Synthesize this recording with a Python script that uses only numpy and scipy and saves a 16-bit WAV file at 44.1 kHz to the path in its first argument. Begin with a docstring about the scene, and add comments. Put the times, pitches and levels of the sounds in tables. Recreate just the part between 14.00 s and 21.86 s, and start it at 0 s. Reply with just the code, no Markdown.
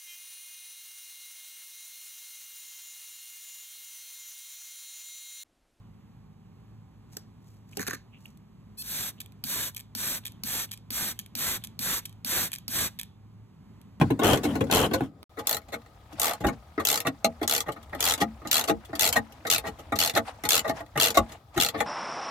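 """Inside a stripped car cabin, a hand ratchet on a long extension tightens two bolts close to a stereo microphone.
On each back swing the pawl clicks over the gear teeth; slack in the joints knocks into the body panels.
Clicks and knocks are short bursts of noise that ring steel, panel and boom resonances, then a tail cut short.
Rumble, rasps, sliding and the quiet outdoor background are coloured noise with levels of their own.
The first bolt sits on a large booming panel; a short silence separates it from the second."""
import sys
import numpy as np
from scipy import signal
from scipy.fft import rfft, irfft
from scipy.io import wavfile
from scipy.ndimage import uniform_filter1d

SR = 44100
rng = np.random.default_rng(int(sys.argv[2]) if len(sys.argv) > 2 else 0)


def volts_from_decibels(level):
    """Turn decibel levels (scalar or array-like) into linear amplitude factors."""
    exponent = np.asarray(level, float) / 20
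    return 10 ** exponent


def transcribe(signal):
    """Save signal, clipped to [-1, 1], as a 16-bit WAV file at the path in sys.argv[1]."""
    frames = np.atleast_2d(signal).T
    limited = np.clip(frames, -1, 1)
    pcm = np.round(limited * 32767).astype(np.int16)
    wavfile.write(sys.argv[1], SR, pcm)


N = 346626  # length in samples
SILENCE_FROM_S, SILENCE_TO_S = 1.2405, 1.2945
RING = 8192  # samples that one blow may ring
HZ = np.fft.rfftfreq(RING, 1 / SR)

# resonances of the steel tool, the panels and their boom: pitch_hz, width_hz (before the grip's damping),
# level_db (relative)
STEEL = [(1950, 610, -5.5), (2778, 134, 7.5), (3470, 118, 5), (4133, 180, 8), (6700, 600, -6),
         (6400, 59, -55), (7430, 1100, -9.5), (11000, 140, -45), (12400, 1040, -27), (14650, 2200, -20)]
PANEL = [(464.5, 18.3, 0.5), (525.6, 14.7, -2), (662.7, 15.4, 2), (837.6, 16, 5.5), (1084, 20, -7.5),
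         (1216, 47, 2.5), (1445, 77, -7), (1873, 48.4, 1.5), (2130, 130, -8.5)]
BOOM = [(71, 28, -15.5), (90.6, 26.6, -2.5), (121, 49.5, -2), (200.7, 47, -3.5), (223.1, 6.9, 3),
        (278.7, 17, 3), (362.6, 41, -8.5)]
# the many blurred resonances between them: pitch_hz, level_db (relative)
STEEL_BED = [(500, -26.5), (1500, -9.5), (3000, -4.5), (6000, -2.5), (9000, -11), (12000, -2.5),
             (14000, -5.5), (16500, -29.5)]
PANEL_BED = [(200, -41.5), (500, -8), (1200, -19), (2500, -28.5), (5000, -29), (12000, -67.5)]
# how alike left and right are: pitch_hz, likeness (0 to 1)
SAME = [(60, 0.98), (160, 0.98), (290, 0.93), (640, 0.82), (1400, 0.29), (3000, 0.22), (15000, 0.15)]
# back swings: first_click_s, last_click_s, teeth (count), first_angle and last_angle (share of the half arc, -1 to 1)
SWINGS = [(.2341, .3736, 13, -.5, .75), (.7122, .8615, 13, -.6, .88), (1.471, 1.5678, 6, -.817, .809),
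          (2.1977, 2.3344, 10, -.86, .949), (2.8513, 3.0028, 10, -.817, .953),
          (3.4775, 3.6049, 9, -.835, .955), (4.0056, 4.1377, 11, -.93, .823),
          (4.5131, 4.6403, 9, -.735, .984), (4.9947, 5.0895, 9, -.78, .79), (5.501, 5.5811, 7, -.493, .934),
          (5.9885, 6.0966, 9, -.635, .939), (6.4899, 6.5928, 9, -.832, .77),
          (6.9996, 7.1042, 10, -.719, .969), (7.6002, 7.6869, 7, 0, .956)]
# loudness of each swing: first_click_db, last_click_db, socket_drag_db
SNAPS = [(-24.5, -35, -40.5), (-19, -34, -35.5), (-17.5, -27.5, -36), (-18.5, -30.5, -30.5),
         (-16.5, -24.5, -37.5), (-18.5, -22, -43), (-19, -19.5, -36.5), (-15, -25.5, -35.5),
         (-16.5, -19.5, -37.5), (-15, -22.5, -46), (-17.5, -22, -37), (-14.5, -20.5, -38), (-15, -23, -35),
         (-15.5, -23, -45)]


def evened(x):
    """Scale a signal to an rms of 1."""
    return x / np.sqrt(np.mean(abs(x) ** 2) + 1e-20)


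def read(points, hz):
    """Read a table between its points, along log frequency."""
    f, value = np.transpose(points)
    return np.interp(np.log(hz + 1), np.log(f + 1), value)


def pair(left, other, hz):
    """Spectra at two microphone ports: alike in the bass, unlike and leaning left in the treble."""
    # pitch_hz, left_over_right_db
    lean_points = [(60, 1.5), (400, 2), (700, 1), (1300, 3.5), (4400, 3), (8000, 0.5), (15000, 2)]
    same = np.clip(read(SAME, hz), 0, 1)
    lean = volts_from_decibels(read(lean_points, hz) / 2)
    right = same * left + np.sqrt(1 - same ** 2) * other
    return np.array([left * lean, right / lean])


def causal(points):
    """Response with the given spectrum that starts as promptly as possible (minimum phase)."""
    log_gain = np.log(volts_from_decibels(read(points, HZ)))
    circle = np.r_[log_gain, log_gain[-2:0:-1]]
    return np.exp(log_gain - 1j * signal.hilbert(circle).imag[:len(HZ)])


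def modes(table):
    """One resonance response a row: a narrower one rings longer."""
    hz, width, db = np.transpose(table)[:, :, None]
    return volts_from_decibels(db) * 1j * HZ * width / (hz ** 2 - HZ ** 2 + 1j * HZ * width)


def noise(colour, level, patchy_db, size):
    """Coloured noise from random short-time spectra with louder and softer patches, then scaled by level."""
    frames, hz = 4 * N // size + 5, np.fft.rfftfreq(size, 1 / SR)
    a, b, c, d, patches = rng.standard_normal((5, frames, len(hz)))
    patches = uniform_filter1d(patches, size=6, axis=0)
    patches = evened(uniform_filter1d(patches, size=10, axis=1))
    spectra = pair(a + 1j * b, c + 1j * d, hz) * colour(hz) * volts_from_decibels(patchy_db * patches)
    sound = signal.istft(spectra.transpose(0, 2, 1), nperseg=size, noverlap=3 * size // 4)[1]
    return level * evened(sound[:, :N])


def curve(rows):
    """Gain over time from rows of time and dB, silent outside the table."""
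    time_s, db = np.transpose(rows)
    return volts_from_decibels(np.interp(np.arange(N) / SR, time_s, db, -200, -200))


def swells(rows):
    """Sum of bell-shaped gains from rows of middle (s), half length (s) and dB."""
    t = np.arange(N) / SR
    return sum(volts_from_decibels(db) * np.exp(-((t - s) / half) ** 2) for s, half, db in rows)


def cabins(count, wet_db):
    """Direct sound, a little later on the left, and a short dense tail, in a few random variants."""
    # early fall of the tail: pitch_hz, time_to_lose_60_db (s)
    cabin_fall = [(100, .24), (300, .15), (1000, .12), (2800, .1), (8000, .1), (16000, .09)]
    # tails are cut short as if by a noise gate: pitch_hz, time_to_lose_a_further_30_db (s)
    gate_fall = [(100, .2), (1000, .075), (2500, .046), (16000, .04)]
    taps = np.zeros((count, 2, RING))
    at = np.arange(40, RING - 40, 20) + rng.integers(0, 20, (count, 2, (RING - 61) // 20))
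    np.put_along_axis(taps, at, rng.choice([-1., 1.], at.shape), 2)
    hz, t, z = signal.stft(taps, SR, nperseg=128)
    fall_db = 60 * t / read(cabin_fall, hz)[:, None]
    fall_db = fall_db + 30 * (t / read(gate_fall, hz)[:, None]) ** 3
    room = signal.istft(z * volts_from_decibels(-fall_db), SR, nperseg=128)[1][..., :RING]
    room *= volts_from_decibels(wet_db) / np.linalg.norm(room, axis=2, keepdims=True)
    # direct sound; the left delay in samples differs from variant to variant
    room[:, 1, 0] += 1
    room[np.arange(count), 0, 2 + 2 * np.arange(count)] += 1
    z = rfft(room)
    return pair(z[:, 0], z[:, 1], HZ).transpose(1, 0, 2)


def blows(times, contact_ms, rise, wet_db, bright_db, bodies):
    """Each blow is a brief chatter of contacts that rings every body unevenly, then the cabin.

    rise: time constant of the onset as a share of the contact; bright_db: treble tilt per octave.
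    bodies: (modes, bed, random shift of the modes as a share, ms over which the level holds, dB of each blow).
    """
    # resonances of the panel under the first bolt: pitch_hz, width_hz (before the grip's damping), level_db (relative)
    first_panel = [(458, 37, 12), (537, 14, 9.5), (735, 90, 2), (1126, 22, 5), (1448, 30, -1),
                   (3420, 130, -7)]
    grip_damping = 1.48  # the hand and the seated socket widen every mode
    grit_db, grit_ms = 4.5, 0.7  # a contact is a lumpy string of tiny impacts; full grit from 12 ms up
    rooms = cabins(count=5, wet_db=wet_db)  # used in turn by successive blows
    mix, t = np.zeros((2, N + RING)), np.arange(2048) / SR * 1000  # t in ms
    octaves = np.log2(np.clip(HZ, 2000, 16000) / 5000)
    alike = np.clip(read(SAME, HZ), .7, 1)  # the tool radiates a little differently towards each port
    for k, (s, ms) in enumerate(zip(times, np.clip(contact_ms, .3, 30))):
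        shape = (1 - np.exp(-t / (rise * ms))) * np.exp(-(t / ms) ** 2)
        lumps = evened(uniform_filter1d(rng.standard_normal(len(t)), int(grit_ms * SR / 1000)))
        shape *= volts_from_decibels(grit_db * np.clip(ms / 12, 0, 1) * lumps)
        chatter = rfft(shape * rng.standard_normal((2, len(t))), RING)
        chatter[1] = alike * chatter[0] + np.sqrt(1 - alike ** 2) * chatter[1]
        heard = chatter * rooms[k % len(rooms)] * volts_from_decibels(bright_db[k] * octaves)
        for table, bed, shift, hold_ms, db in bodies:
            table = first_panel if table is PANEL and s < SILENCE_FROM_S else table
            chance = rng.standard_normal((2, 10))[:, :len(table)]
            struck = volts_from_decibels(2 * chance[0]) * (-1) ** np.arange(len(table))
            # each pitch shifts a little at random; the grip widens each mode
            change = np.c_[1 + shift * chance[1], np.ones((len(table), 2)) * [grip_damping, 1]]
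            ring = modes(np.array(table) * change)
            sound = irfft(heard * (struck @ ring + bed))
            power = uniform_filter1d((sound ** 2).mean(0), int(hold_ms * SR / 1000))
            mix[:, round(s * SR):][:, :RING] += volts_from_decibels(db[k]) * sound / np.sqrt(power.max())
    return mix[:, :N]


def air():
    """Quiet outdoor background reaching into the cabin: steady noise, with less treble at the first bolt."""
    # colour of the background: pitch_hz, level_db (relative)
    air_colour = [(15, -22), (25, -66), (80, 19), (285, -4.5), (516, -1), (818, 1), (962, -27.5),
                  (1260, 5.5), (1610, -51), (1890, -13), (2480, -29.5), (3520, -12.5), (9070, -30.5),
                  (11900, -20.5), (16000, -26)]
    wash = noise(lambda hz: volts_from_decibels(read(air_colour, hz)), volts_from_decibels(-56), 0.5, size=2048)
    duller = signal.lfilter([.15], [1, -.85], wash)
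    first_air = duller + volts_from_decibels(-25) * (wash - duller)
    return np.where(np.arange(N) < SILENCE_FROM_S * SR, first_air, wash)


def rasp_level():
    """Each rasp rises quickly, changes level while it holds, then dies away."""
    # loose parts rasp while the handle moves: start_s, hold_s, level_db, lost_over_hold_db
    rasps = [(0, .04, -36, 12.5), (.195, .03, -39, 7), (0.235, 0.11, -21, -0.5), (0.429, 0.087, -36.5, 1.5),
             (0.718, .14, -20.5, 4.5), (0.974, 0.091, -45.5, 5)]
    rise_s, fall_db_per_s = 0.0062, 709
    t = np.arange(N) / SR - np.array(rasps)[:, :1]
    hold, db, sag_db = np.transpose(rasps)[1:, :, None]
    fall_db = sag_db * np.clip(t / hold, 0, 1) + fall_db_per_s * np.maximum(t - hold, 0)
    return (np.clip(t / rise_s, 0, 1) * volts_from_decibels(db - fall_db)).sum(0)


def shake():
    """The first panel rumbles as noise shaped by its low modes, while loose parts rasp along."""
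    # the large panel rumbles with the effort on the handle: time_s, level_db
    effort = [(0, -32.5), (.1, -37), (.18, -44.5), (.25, -31), (.37, -34.5), (.43, -34), (.55, -28.5),
              (.62, -40.5), (.7, -36.5), (.85, -48), (.92, -32.5), (1.05, -39), (1.11, -57.5),
              (1.24, -50.5)]
    # colour of the rasps: (pitch Hz, relative dB)
    loose = [(300, 14), (700, 9.5), (1500, 4.0), (2400, -5.5), (3100, 8.0), (4500, -27), (7000, -11.5),
             (12000, -12), (16000, -28)]
    boom = np.sqrt((abs(modes(BOOM)) ** 2).sum(0))
    rumble = noise(lambda hz: np.interp(hz, HZ, boom), curve(effort), 3, size=2048)
    rasp = noise(lambda hz: volts_from_decibels(read(loose, hz)), rasp_level(), 2, size=256)
    return rumble + rasp


def slack():
    """Knocks as slack is taken up, mostly duller and longer than the clicks, plus a few short steel clicks."""
    # knocks and a few clicks: bite_s, steel_db, panel_db, boom_db, contact_ms (blows() limits it to 0.3 to 30)
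    knocks = [(0.013, -41, -19, -15, 5.7), (0.104, -39, -23, -20, 6), (.192, -35, -25, -25.5, 8),
              (0.213, -50, -22, -48, 32), (0.332, -21.5, -26, -39, 2), (.3732, -31.5, -44, -43.5, 2.3),
              (0.434, -31, -28, -37, 19), (0.451, -39.5, -25.5, -25, 8), (0.554, -36.5, -27, -28.5, 8.9),
              (.608, -36, -20.5, -22, 6.7), (0.64, -45, -44, -39, 2.6), (.669, -53, -44, -34.5, 3.5),
              (0.699, -51, -27.5, -53, 3.8), (0.912, -49, -31.5, -37, 3.9),
              (.935, -26.5, -21.5, -28.5, 13.4), (0.954, -54.5, -36.5, -44, 1),
              (1.007, -43, -25.5, -24, 3.5), (1.036, -58, -53, -35.5, 8.2),
              (1.372, -51.5, -33.5, -40.5, 11), (1.387, -37, -33, -43.5, 14), (1.685, -51, -47, -53, 5.6),
              (1.723, -37.5, -32, -46, 17), (1.739, -36, -32, -43.5, 8), (2.129, -49, -60, -42.5, 6.5),
              (2.404, -44.5, -36.5, -35.5, 14.5), (2.437, -36, -21.5, -23.5, 19),
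              (2.467, -31, -35, -28, 7.5), (2.482, -37.5, -28, -34.5, 11), (2.778, -52.5, -26, -27.5, 5.8),
              (2.798, -38, -26.5, -54, 11.5), (3.05, -43, -26, -36.5, 20), (3.069, -24, -22.5, -27.5, 5.2),
              (3.245, -17.5, -17, -29.5, 3.25), (3.414, -43, -27.5, -27.5, 6.2),
              (3.428, -31.5, -29, -53, 9.7), (3.662, -51, -37, -45, 15), (3.684, -38.5, -26, -35, 9.9),
              (3.72, -40, -47, -59, 4.5), (3.76, -57, -41.5, -50, 11.4), (3.828, -51, -55, -65, 5),
              (3.927, -48.5, -32, -45, 15), (3.949, -40, -33.5, -41, 2.7), (4.178, -37, -46, -44, 3),
              (4.203, -30, -31.5, -38.5, 12), (4.213, -24.5, -19, -26.5, 9.5), (4.448, -52.5, -35, -37, 16),
              (4.417, -61.5, -45, -48, 5.4), (4.473, -32.5, -49.5, -65, 2.5), (4.676, -26.5, -25, -41, 18),
              (4.695, -27, -19.5, -25, 8), (4.85, -46.5, -55, -68, 7.3), (4.892, -63, -47, -43, 11),
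              (4.93, -53, -31.5, -35.5, 6.9), (4.953, -31, -40, -51, 4.9), (5.1264, -19.5, -55, -46, 3.2),
              (5.158, -24, -16, -28.5, 14.3), (5.322, -49, -53.5, -68, 4.2),
              (5.451, -49.5, -30, -41.5, 6.4), (5.469, -29.5, -31, -51, 7), (5.637, -53, -33, -43, 40),
              (5.667, -37, -31, -39, 17), (5.788, -47, -42.5, -50, 16.6), (5.922, -37, -23, -29, 5.9),
              (5.957, -30, -36, -39, 8), (6.136, -39.5, -40, -38, 6.9), (6.151, -25, -32.5, -40, 4),
              (6.161, -25, -19.5, -40, 13), (6.173, -21.5, -17.5, -31.5, 6.2),
              (6.437, -31.5, -31, -36, 3.3), (6.451, -26.5, -29.5, -44, 6), (6.644, -44, -26, -45, 22),
              (6.678, -35.5, -31, -34, 11), (6.694, -30.5, -21.5, -30, 6.2), (6.758, -55, -54, -52, 3.9),
              (6.804, -50, -33.5, -44.5, 7.8), (6.957, -40, -26, -33.5, 11), (6.975, -25.5, -24, -33, 5.2),
              (7.144, -28.5, -30.5, -46, 22), (7.171, -17.5, -11, -24, 7.5), (7.292, -49, -49, -52.5, 7.3),
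              (7.319, -41.5, -43.5, -58, 7.3), (7.563, -37, -30.5, -24, 16), (7.577, -24.5, -24, -34, 2.15),
              (7.74, -55, -29, -34.5, 27), (7.774, -39.5, -35.5, -39, 42), (7.804, -24.5, -20, -37, 5)]
    s, steel_db, panel_db, boom_db, ms = np.transpose(knocks)
    bodies = [(STEEL, causal(STEEL_BED) * volts_from_decibels(1.5), .04, 1.5, steel_db),
              (PANEL, causal(PANEL_BED) * volts_from_decibels(6.5), .02, 4.5, panel_db),
              (BOOM, 0, .03, 11, boom_db)]
    # each begins a quarter of its contact time, 2.5 ms at most, before it bites
    start_s = np.maximum(s - 0.25 * np.minimum(ms, 10) / 1000, 0)
    return blows(start_s, ms, rise=0.5, wet_db=-0.065, bright_db=np.full(len(s), -1.5), bodies=bodies)


def handling():
    """Skin and steel sliding, swelling in rubs and through each swing, and a low wobble of the grip."""
    # hand and tool sliding at the second bolt: time_s, level_db
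    sliding = [(1.3, -63.5), (2.27, -59), (6.52, -54), (6.63, -50), (6.82, -63.5), (7.2, -47.5),
               (7.44, -66.5), (7.86, -47.5)]
    # colour of the sliding: pitch_hz, level_db (relative)
    rustle_colour = [(200, -40.5), (700, 16), (1200, 7.5), (2000, 3.5), (4000, -4), (9000, -11),
                     (16000, -25.5)]
    # soft rubs as the grip shifts: middle_s, half_length_s, level_db
    rubs = [(2.122, 0.01, -53.5), (3.998, 0.0052, -41), (4.19, .015, -42.5), (2.536, 0.012, -49),
            (5.152, 0.028, -37.5), (5.662, 0.014, -40.5), (6.286, 0.022, -39), (6.782, 0.028, -40),
            (7.327, 0.04, -49.5), (7.551, 0.0087, -42.5)]
    # the hand's weight landing on the handle: middle_s, half_length_s, level_db
    thuds = [(2.47, 0.031, -32), (7.2, 0.025, -42), (7.58, 0.02, -38)]
    # colour of the wobble: (pitch Hz, relative dB)
    low = [(25, -33), (60, 26.0), (90, 16.5), (150, 1.5), (300, 8.5), (600, -35.5), (2000, -67.5)]
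    level = curve(sliding)
    # the socket drags through each swing; half length is a share of the swing
    drags = [((first + last) / 2, 0.44 * (last - first), drag_db)
             for (first, last, *_), (_, _, drag_db) in zip(SWINGS, SNAPS)]
    rustle_level = level + swells([*rubs, *drags])
    rustle = noise(lambda hz: volts_from_decibels(read(rustle_colour, hz)), rustle_level, 3.1, size=256)
    # the wobble follows the sliding less than fully: 0.76 dB for each dB
    wobble_level = volts_from_decibels(-9) * level ** 0.76 + swells(thuds)
    return rustle + noise(lambda hz: volts_from_decibels(read(low, hz)), wobble_level, 3.5, size=2048)


def teeth():
    """Time, level and treble tilt of every click: the handle angle follows a sine, over equal tooth steps."""
    ease = 1.93  # the level change comes late in the swing
    turn_tilt_db = 0.43  # per octave: clicks dull as the head turns away through a swing
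    times, levels, tilts = [], [], []
    for (first, last, count, first_angle, last_angle), (first_db, last_db, _) in zip(SWINGS, SNAPS):
        along = np.linspace(0, 1, count)
        phase = np.arcsin(first_angle + (last_angle - first_angle) * along)
        times.append(first + (last - first) * (phase - phase[0]) / (phase[-1] - phase[0]))
        levels.append(first_db + (last_db - first_db) * along ** ease)
        tilts.append(turn_tilt_db * np.cos(np.pi * along))
    return np.concatenate(times), np.concatenate(levels), np.concatenate(tilts)


def pawl():
    """Sharp, even steel clicks; a little passes down the extension into the panel, more when teeth pass fast."""
    # passed on by a click, a row for each bolt: panel_db, boom_db (before the speed of the teeth alters them)
    passed = [(-27, -34.5), (-31.5, -47.5)]
    # clicks start bright at the second bolt and dull as it seats
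    extra_bright_db, settled_bright_db, seating_s = 4.8, 0.22, 1.63  # dB per octave, time constant
    s, steel_db, tilt_db = teeth()
    steel_db = steel_db + 0.1 * rng.standard_normal(len(s))  # teeth differ a little
    second = s > SILENCE_TO_S
    panel_db, boom_db = np.array(passed)[second.astype(int)].T
    seating = np.exp(-abs(s - SWINGS[2][0]) / seating_s)  # counted from the second bolt's first click
    bright_db = settled_bright_db + tilt_db + second * extra_bright_db * seating
    gap_s = np.clip(np.diff(s, prepend=0), .008, .03)
    speed_db = 20 * np.log10(.012 / gap_s)
    bodies = [(STEEL, causal(STEEL_BED), .035, 1.5, steel_db),
              (PANEL, causal(PANEL_BED), .02, 4.5, panel_db + 0.5 * speed_db),
              (BOOM, 0, .03, 11, boom_db + 0.37 * speed_db)]
    # each contact begins 1 ms ahead of its click time
    return blows(s - .001, np.full(len(s), 3.2), rise=.35, wet_db=-3, bright_db=bright_db, bodies=bodies)


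def tick():
    """A faint dry tick before the silence: about a millisecond of broad noise with no ring."""
    t = np.arange(N) / SR - 1.2305
    smooth = uniform_filter1d(rng.standard_normal((2, N)), size=6, axis=1)
    return volts_from_decibels(-29) * np.exp(-(t / .0008) ** 2) * smooth


def jiggle():
    """Faint ticks of the loose socket, scattered at random through the second bolt."""
    rate_per_s, contact_ms = 4, 3
    span = N / SR - SILENCE_TO_S
    at, size, lean = rng.random((int(rate_per_s * span), 3)).T
    s = SILENCE_TO_S + span * at
    steel_db = -59 - 3 * np.log(size + 0.0067)  # a few ticks stand out
    panel_db = steel_db + 3 * (4 * lean - 2)  # up to 6 dB over or under the steel
    bodies = [(STEEL, causal(STEEL_BED), .04, 1.5, steel_db),
              (PANEL, causal(PANEL_BED), .02, 4.5, panel_db)]
    return blows(s, np.full(len(s), contact_ms), rise=.3, wet_db=-1.4, bright_db=np.zeros(len(s)), bodies=bodies)


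def scene():
    """All sounds together."""
    return air() + shake() + slack() + handling() + pawl() + tick() + jiggle()


def band_limit(x):
    """A steep low-pass at the top of the band."""
    return signal.sosfilt(signal.butter(12, 16500, fs=SR, output="sos"), x)


def record(dry):
    """The microphone rolls off the deep bass; the sound drops out briefly between the two bolts."""
    t = np.arange(N) / SR
    low_cut = signal.butter(2, 44.3, "high", fs=SR, output="sos")  # corner in Hz
    heard = signal.sosfilt(low_cut, dry)
    sounding = (t < SILENCE_FROM_S) | (t > SILENCE_TO_S)
    return band_limit(heard * sounding)


dry = scene()
out = record(dry)
transcribe(out)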